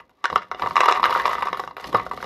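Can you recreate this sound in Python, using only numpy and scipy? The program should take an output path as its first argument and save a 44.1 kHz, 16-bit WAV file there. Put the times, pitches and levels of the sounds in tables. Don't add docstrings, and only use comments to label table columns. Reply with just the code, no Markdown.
import sys
import numpy as np
from scipy import signal
from scipy.fft import rfft, irfft, next_fast_len
from scipy.io import wavfile

SR = 44100
rng = np.random.default_rng(int(sys.argv[2]) if len(sys.argv) > 2 else 0)


def put_to_file(sound):
    columns = np.atleast_2d(sound).T
    safe = np.clip(columns, -1, 1)
    whole_steps = np.round(safe * 32767)
    wavfile.write(sys.argv[1], SR, whole_steps.astype(np.int16))


N = 99225
TIME = np.arange(N) / SR

# (frequency [Hz], level [dB], T60 [s])
LOW_MODES = [(398.3, -8, 0.036), (505, -6.5, 0.03), (595, -5.5, 0.016), (749.4, -4.5, 0.035)]
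MAIN_MODES = [(948.7, -2.5, 0.083), (1082, -2, 0.085), (1150, 0.5, 0.092), (1229, 2, 0.055),
              (1311, -12.5, 0.029), (1522, -12, 0.09), (1792, -4, 0.018), (2008, -9, 0.053)]
CRACK_MODES = [(1675, 11.5, 0.0032), (2270, -1.5, 0.01), (2850, 0.5, 0.015), (3480, -3, 0.015),
               (3873, 1, 0.013), (5186, 5, 0.0036), (6280, -19.5, 0.0057)]


def from_db(db):
    return 10 ** (np.asarray(db) / 20)


def unit_rms(x):
    return x / np.sqrt(np.mean(x ** 2) + 1e-20)


def envelope(curve):
    return from_db(np.interp(TIME, *np.transpose(curve)))


def band(x, low_hz, high_hz):
    edges_hz = [low_hz, min(high_hz, .45 * SR)]
    return signal.sosfilt(signal.butter(2, edges_hz, "band", fs=SR, output="sos"), x)


def colour(x, response):
    size = 2 * next_fast_len(N)
    hz, db = np.transpose(response)
    bin_hz = np.arange(size // 2 + 1) * SR / size
    gain = from_db(np.interp(np.log(bin_hz + 1), np.log(hz), db))
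    cepstrum = irfft(np.log(gain))
    cepstrum[1:size // 2] *= 2
    cepstrum[size // 2 + 1:] = 0
    return irfft(rfft(x, size) * np.exp(rfft(cepstrum)))[:N]


def ring(force, hz, t60):
    radius, angle = from_db(-60 / (t60 * SR)), 2 * np.pi * hz / SR
    return signal.lfilter([.5, 0, -.5], [1, -2 * radius * np.cos(angle), radius ** 2], force + 1e-18)


def impulses(per_s, spread_db):
    sizes = from_db(spread_db * np.minimum(rng.exponential(1, N), 4)) * rng.choice([-1, 1], N)
    return sizes * (rng.random(N) < per_s / SR)


def place(onsets, shapes):
    out = np.zeros(N + SR)
    for onset, shape in zip(onsets, shapes):
        start = max(int(onset * SR), 0)
        out[start:start + len(shape)] += shape
    return out[:N]


def room_tone():
    # (frequency [Hz], relative density [dB])
    spectrum = [(20, -45), (60, 1), (170, -1.5), (350, -7), (1100, -0.5), (3000, -17), (8000, -34),
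                (15000, -30)]
    return from_db(-72) * unit_rms(colour(rng.standard_normal(N), spectrum))


def reverberation(direct, t60=0.18, delay_s=0.006):
    tail = rng.standard_normal(N) * from_db(-60 * TIME / t60) * (TIME > delay_s)
    reflections = signal.fftconvolve(direct, tail / np.linalg.norm(tail))[:N]
    return from_db(-11) * band(reflections, 110, 5860)


def box_rumble():
    # (time [s], level [dB])
    handling = [(0.0, -63.5), (0.27, -71.5), (0.32, -40.5), (0.49, -64), (0.53, -50), (0.59, -57),
                (0.63, -41), (0.95, -54), (1.01, -44.5), (1.69, -50.5), (1.81, -60), (1.89, -36),
                (1.92, -48), (1.95, -31.5), (1.98, -45), (2.02, -40.5), (2.08, -49), (2.25, -44)]
    # (frequency [Hz], relative density [dB])
    spectrum = [(20, -38), (32, -29), (48, 3.5), (115, -2.5), (180, -0.5), (300, -4.5), (500, -7.5),
                (1000, -19), (3000, -105)]
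    return from_db(0.5) * envelope(handling) * unit_rms(colour(rng.standard_normal(N), spectrum))


def box_bumps():
    # (time [s], level [dB])
    bumps = [(0.324, -31), (0.357, -36), (0.634, -32), (1.943, -19)]
    # (frequency [Hz], level [dB], T60 [s])
    modes = [(56, -1, 0.052), (112, -10, 0.21), (172, -4, 0.041), (265, -6, 0.013), (477, 0.5, 0.078)]
    onsets, jolt_db = np.transpose(bumps)
    jolts = place(onsets, from_db(jolt_db)[:, None])
    booms = sum(from_db(db) * (-1) ** k * ring(jolts, hz, t60) for k, (hz, db, t60) in enumerate(modes))
    return signal.sosfilt(signal.butter(2, 700, fs=SR, output="sos"), booms)


def liner_crackle(bunches_per_s=150, bunch_db=6):
    # (time [s], level [dB])
    sliding = [(0, -82), (0.2, -80.5), (0.33, -57), (0.42, -74), (0.48, -76), (0.57, -65), (0.61, -57),
               (0.74, -55), (0.78, -49), (0.92, -48), (1.01, -50.5), (1.11, -45), (1.23, -47),
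               (1.29, -49.5), (1.39, -53), (1.62, -57), (1.69, -60.5), (1.745, -79), (1.8, -55.5),
               (1.88, -47), (1.91, -53.5), (1.98, -56), (2.09, -60.5), (2.15, -54.5), (2.25, -56.5)]
    # (frequency [Hz], relative density [dB])
    spectrum = [(300, -5), (1500, -14.5), (3600, 5), (5300, 0), (6500, -6), (8400, -14.5), (9800, -10.5),
                (10500, -14.5), (11900, -8), (13000, -19.5), (15500, -30)]
    bunches = np.interp(TIME * bunches_per_s, np.arange(N), np.clip(rng.standard_normal(N), -2, 2))
    crackle = impulses(per_s=2900, spread_db=2) * from_db(bunch_db * bunches)
    return from_db(4) * envelope(sliding) * unit_rms(colour(crackle, spectrum))


def tumble():
    # (time [s], level [dB])
    flow = [(0, -36), (0.05, -113), (0.21, -58.5), (0.32, -42), (0.42, -42.5), (0.49, -60), (0.58, -42.5),
            (0.64, -30), (0.74, -43), (0.79, -24.5), (0.9, -20), (1.01, -34.5), (1.12, -24), (1.23, -28),
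            (1.3, -25.5), (1.4, -35.5), (1.6, -42), (1.74, -74), (1.8, -42), (1.91, -42.5), (2.0, -31.5),
            (2.09, -58), (2.25, -40)]
    impacts = impulses(per_s=600, spread_db=3)
    patter = np.zeros(N)
    for modes, group_db in ((LOW_MODES, -3), (MAIN_MODES, 0), (CRACK_MODES, -7)):
        for hz, db, t60 in modes:
            patter += from_db(db + group_db) * ring(impacts * rng.standard_normal(N), hz, t60)
    return from_db(-0.5) * envelope(flow) * unit_rms(band(patter, 260, 4100))


def rough_contacts(count, size=1400, touch_decay_s=0.0033, rebound_decay_s=0.0067, rebounds_per_s=450):
    t = np.arange(size) / SR
    force = rng.standard_normal((count, size)) * np.exp(-t / touch_decay_s)
    force /= np.linalg.norm(force, axis=1, keepdims=True)
    force[:, 0] += 1
    rebounds = rng.standard_normal((count, size)) * (rng.random((count, size)) < rebounds_per_s / SR)
    force += from_db(-1) * rebounds * np.exp(-t / rebound_decay_s)
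    return force / np.linalg.norm(force, axis=1, keepdims=True)


def strike(onsets, db, modes, contacts, scatter_db=2):
    out = np.zeros(N)
    for hz, mode_db, t60 in modes:
        strength = from_db(db + mode_db + scatter_db * rng.standard_normal(len(db)))
        strength *= rng.choice([-1, 1], len(db))
        out += ring(place(onsets, contacts * strength[:, None]), hz, t60)
    return out


def clack(hz, rise_s=0.0013):
    t = TIME[:SR // 20]
    return t / rise_s * np.exp(1 - t / rise_s) * np.sin(2 * np.pi * hz * t)


def knocks():
    # (time [s], level [dB],
    # clack frequency [Hz], after-ring [dB], hollow lows [dB], crack [dB], sparkle [dB])
    dry_knocks = [(0.0043, -32.5, 1220.0, -9, -30, -43, -25), (0.0943, -50.5, 1440, -10, -3, -6, -15),
                  (0.113, -53, 1020, -22, -12, -18, -27), (0.2418, -15.5, 1220, -5, -6.5, -10.5, -25),
                  (0.2468, -16, 1180, -6.5, -11.5, -12.5, -33), (0.2549, -7.5, 1500, -17, -22, -15, -43),
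                  (0.3006, -17.5, 1160.0, -17, -9, -12.5, -45), (0.3276, -14, 1097, -21, -13, -23, -41),
                  (0.3585, -4.5, 1300, -10.5, -11.5, -17.5, -39),
                  (0.3774, -21.5, 1300, -4, -13, -11.5, -28), (0.4196, -26.5, 1380, -10.5, -14, -13, -37),
                  (0.4316, -39, 1330.0, -8, -5, -6.5, -35), (0.5143, -13, 1285, -9, -12.5, -15.5, -35),
                  (0.5466, -33, 1040, -8, 1.5, -3.5, -34), (0.5957, -20, 1380, -18, -10, -13.5, -39),
                  (0.6211, -14, 1020, -8.5, -14, -15.5, -35), (0.6343, -11, 1140, -10, -14, -36, -54),
                  (0.661, -17, 1030.0, -5, -6, -20.5, -44), (0.6719, -14, 1110, -18, -14, -21, -46),
                  (0.7089, -22, 1170, -6, -10, -13, -38), (0.7567, -15, 1190, -3.5, -17, -9, -30),
                  (0.7662, -8, 1190, -8, -16, -12, -33), (0.7787, -9.5, 1100, -13, -22, -20, -41),
                  (0.805, -3, 1124, -9, -11, -11.5, -40), (0.8336, -5, 1103, -10.5, -22, -17.5, -35),
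                  (0.8422, -9.5, 1107, -12.5, -13, -18, -34), (0.8579, -9, 1120, -7, -16, -14, -35),
                  (0.8833, -6, 1310, -4.5, -7, -12.5, -32), (0.8869, -8, 1270, -6, -20, -15, -39),
                  (0.897, -6.5, 1096, -11, -23, -37, -46), (0.9118, -14.5, 1240, -2.5, -3, -12, -25),
                  (0.9235, -8.5, 1125, -12, -14, -10.5, -40), (0.9481, -18.5, 1200, -10, -15, -15, -31),
                  (0.9726, -14.5, 1100.0, -6, -14, -17.5, -37), (0.9965, -13, 1020.0, -20, -24, -21, -40),
                  (1.03, -12, 1020, -6, -11, -12.5, -31), (1.0403, -4, 1266, -13, -25, -14, -38),
                  (1.0485, -11, 1320, -9, -12, -12, -28), (1.0547, -7.5, 1553, -10, -12, -12, -26),
                  (1.0627, -13, 1160, -4, -16, -14, -24), (1.0957, -17.5, 1170.0, -5, -9, -15, -27),
                  (1.1066, -15.5, 1114, -13, -24, -8.5, -26), (1.126, -11, 1240, -17, -19, -15, -32),
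                  (1.1502, -7.5, 1350.0, -10, -29, -29, -38), (1.1593, -11, 1230, -12, -4.5, -26, -41),
                  (1.1759, -15.5, 1134, -10, -16, -24, -35), (1.1979, -15.5, 1620, -5.5, -18, -17, -24.5),
                  (1.2546, -12.5, 1080.0, -7, -11, -7, -38), (1.261, -8.5, 1110, -10, -15, -18, -39),
                  (1.2782, -12, 1110, -8.5, -13.5, -18, -36), (1.2922, -13.5, 1070, -10, -11, -23, -26),
                  (1.3149, -17.5, 1190.0, -10, -15, -13, -33), (1.332, -17, 1200, -6, -25, -13.5, -38),
                  (1.352, -17.5, 1280, -9, -21, -16, -44), (1.3822, -22, 1145, -6, -9, -15, -32),
                  (1.4102, -26, 1130, -8, -18, -16, -24), (1.4237, -12, 1150, -7.5, -13.5, -16.5, -29),
                  (1.4277, -12, 1110, -10, -15.5, -19, -41), (1.456, -19.5, 1210, -7, -4.5, -14, -24.5),
                  (1.4704, -15, 1145, -6, -17, -18, -30), (1.484, -16.5, 1160, -17, -16, -22, -35),
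                  (1.5296, -17, 1170, -7, -6, -9, -25), (1.5453, -15.5, 1160, -21, -14.5, -23, -40),
                  (1.572, -24, 1340, -17, -10, -9, -16), (1.5952, -20.5, 1080, -8, -5.5, -13, -20),
                  (1.5986, -20, 1030, -4, -7.5, -12.5, -24), (1.6371, -26, 1460, -6.5, -3, -15, -29),
                  (1.6761, -26.5, 1180, -5, -7, -8.5, -31), (1.7096, -29.5, 1010.0, -11, -18, -15.5, -42),
                  (1.7672, -25, 1440, -8, -5, -9.5, -24), (1.7807, -27, 1170.0, -9, -5, -23, -35),
                  (1.7984, -33, 1470, -4, 1.5, -8, -31), (1.8425, -24, 1080.0, -13, -3, -4, -30),
                  (1.928, -20.5, 1130, -5, -10, -14, -20), (1.9463, -7, 1245, -3.5, -5.5, -18, -34),
                  (1.9536, -8.5, 1215, -9, -10.5, -23, -43), (1.9963, -22, 1290, -6, -4, -12.5, -38),
                  (2.0646, -23.5, 1370, -6, -3, -18.5, -30), (2.1125, -17.5, 1170, -7, -11, -20, -30),
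                  (2.1339, -27.5, 1160.0, -22, -1.5, -15, -19), (2.175, -28, 1140, -9, 0, -8.5, -29),
                  (2.2036, -29, 1470, -17, -9, -15, -32), (2.2268, -22, 1460, -7, -5.5, -10, -22),
                  (2.2423, -22.5, 1160, -18, -4, -12, -28)]
    # (frequency [Hz], level [dB], T60 [s])
    sparkle_modes = [(7000, 0.5, 0.0047), (8800, -12, .003), (9700, -3, 0.0064), (11100, -7.5, 0.0056),
                     (11820, -2, 0.0049), (14200, -20, .002)]
    onsets, db, clack_hz, ring_db, hollow_db, crack_db, sparkle_db = np.transpose(dry_knocks)
    clean, rough = np.ones((len(onsets), 1)), rough_contacts(len(onsets))
    body = place(onsets, [gain * clack(hz) for gain, hz in zip(from_db(db - 1.5), clack_hz)])
    body += strike(onsets, db + ring_db - 3, MAIN_MODES, clean)
    body += strike(onsets, db + hollow_db - 2, LOW_MODES, clean)
    crack = strike(onsets, db + crack_db - 2, CRACK_MODES, rough)
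    sparkle = strike(onsets, db + sparkle_db + 0.5, sparkle_modes, rough)
    return band(body, 243, 2270) + band(crack, 1300, 6370) + band(sparkle, 5000, 16000)


def scene():
    direct = knocks() + tumble() + liner_crackle() + box_bumps() + box_rumble()
    return (direct + reverberation(direct) + room_tone())[None]


def record(dry, cutoff_hz=15600):
    # (frequency [Hz], gain [dB])
    microphone = [(30, -7), (300, 2), (700, 5), (1100, 1), (1500, -2), (2000, 3.5), (2400, 2.5), (3200, -1),
                  (4500, -1.5), (6000, -2), (8400, -1), (10500, -1.5), (12000, 4.5), (13000, -10.5),
                  (15500, 0.5)]
    clipped = np.clip(colour(dry[0], microphone), -.97, .97)
    return signal.sosfilt(signal.ellip(10, .1, 70, cutoff_hz, fs=SR, output="sos"), clipped)[None]


dry = scene()
out = record(dry)
put_to_file(out)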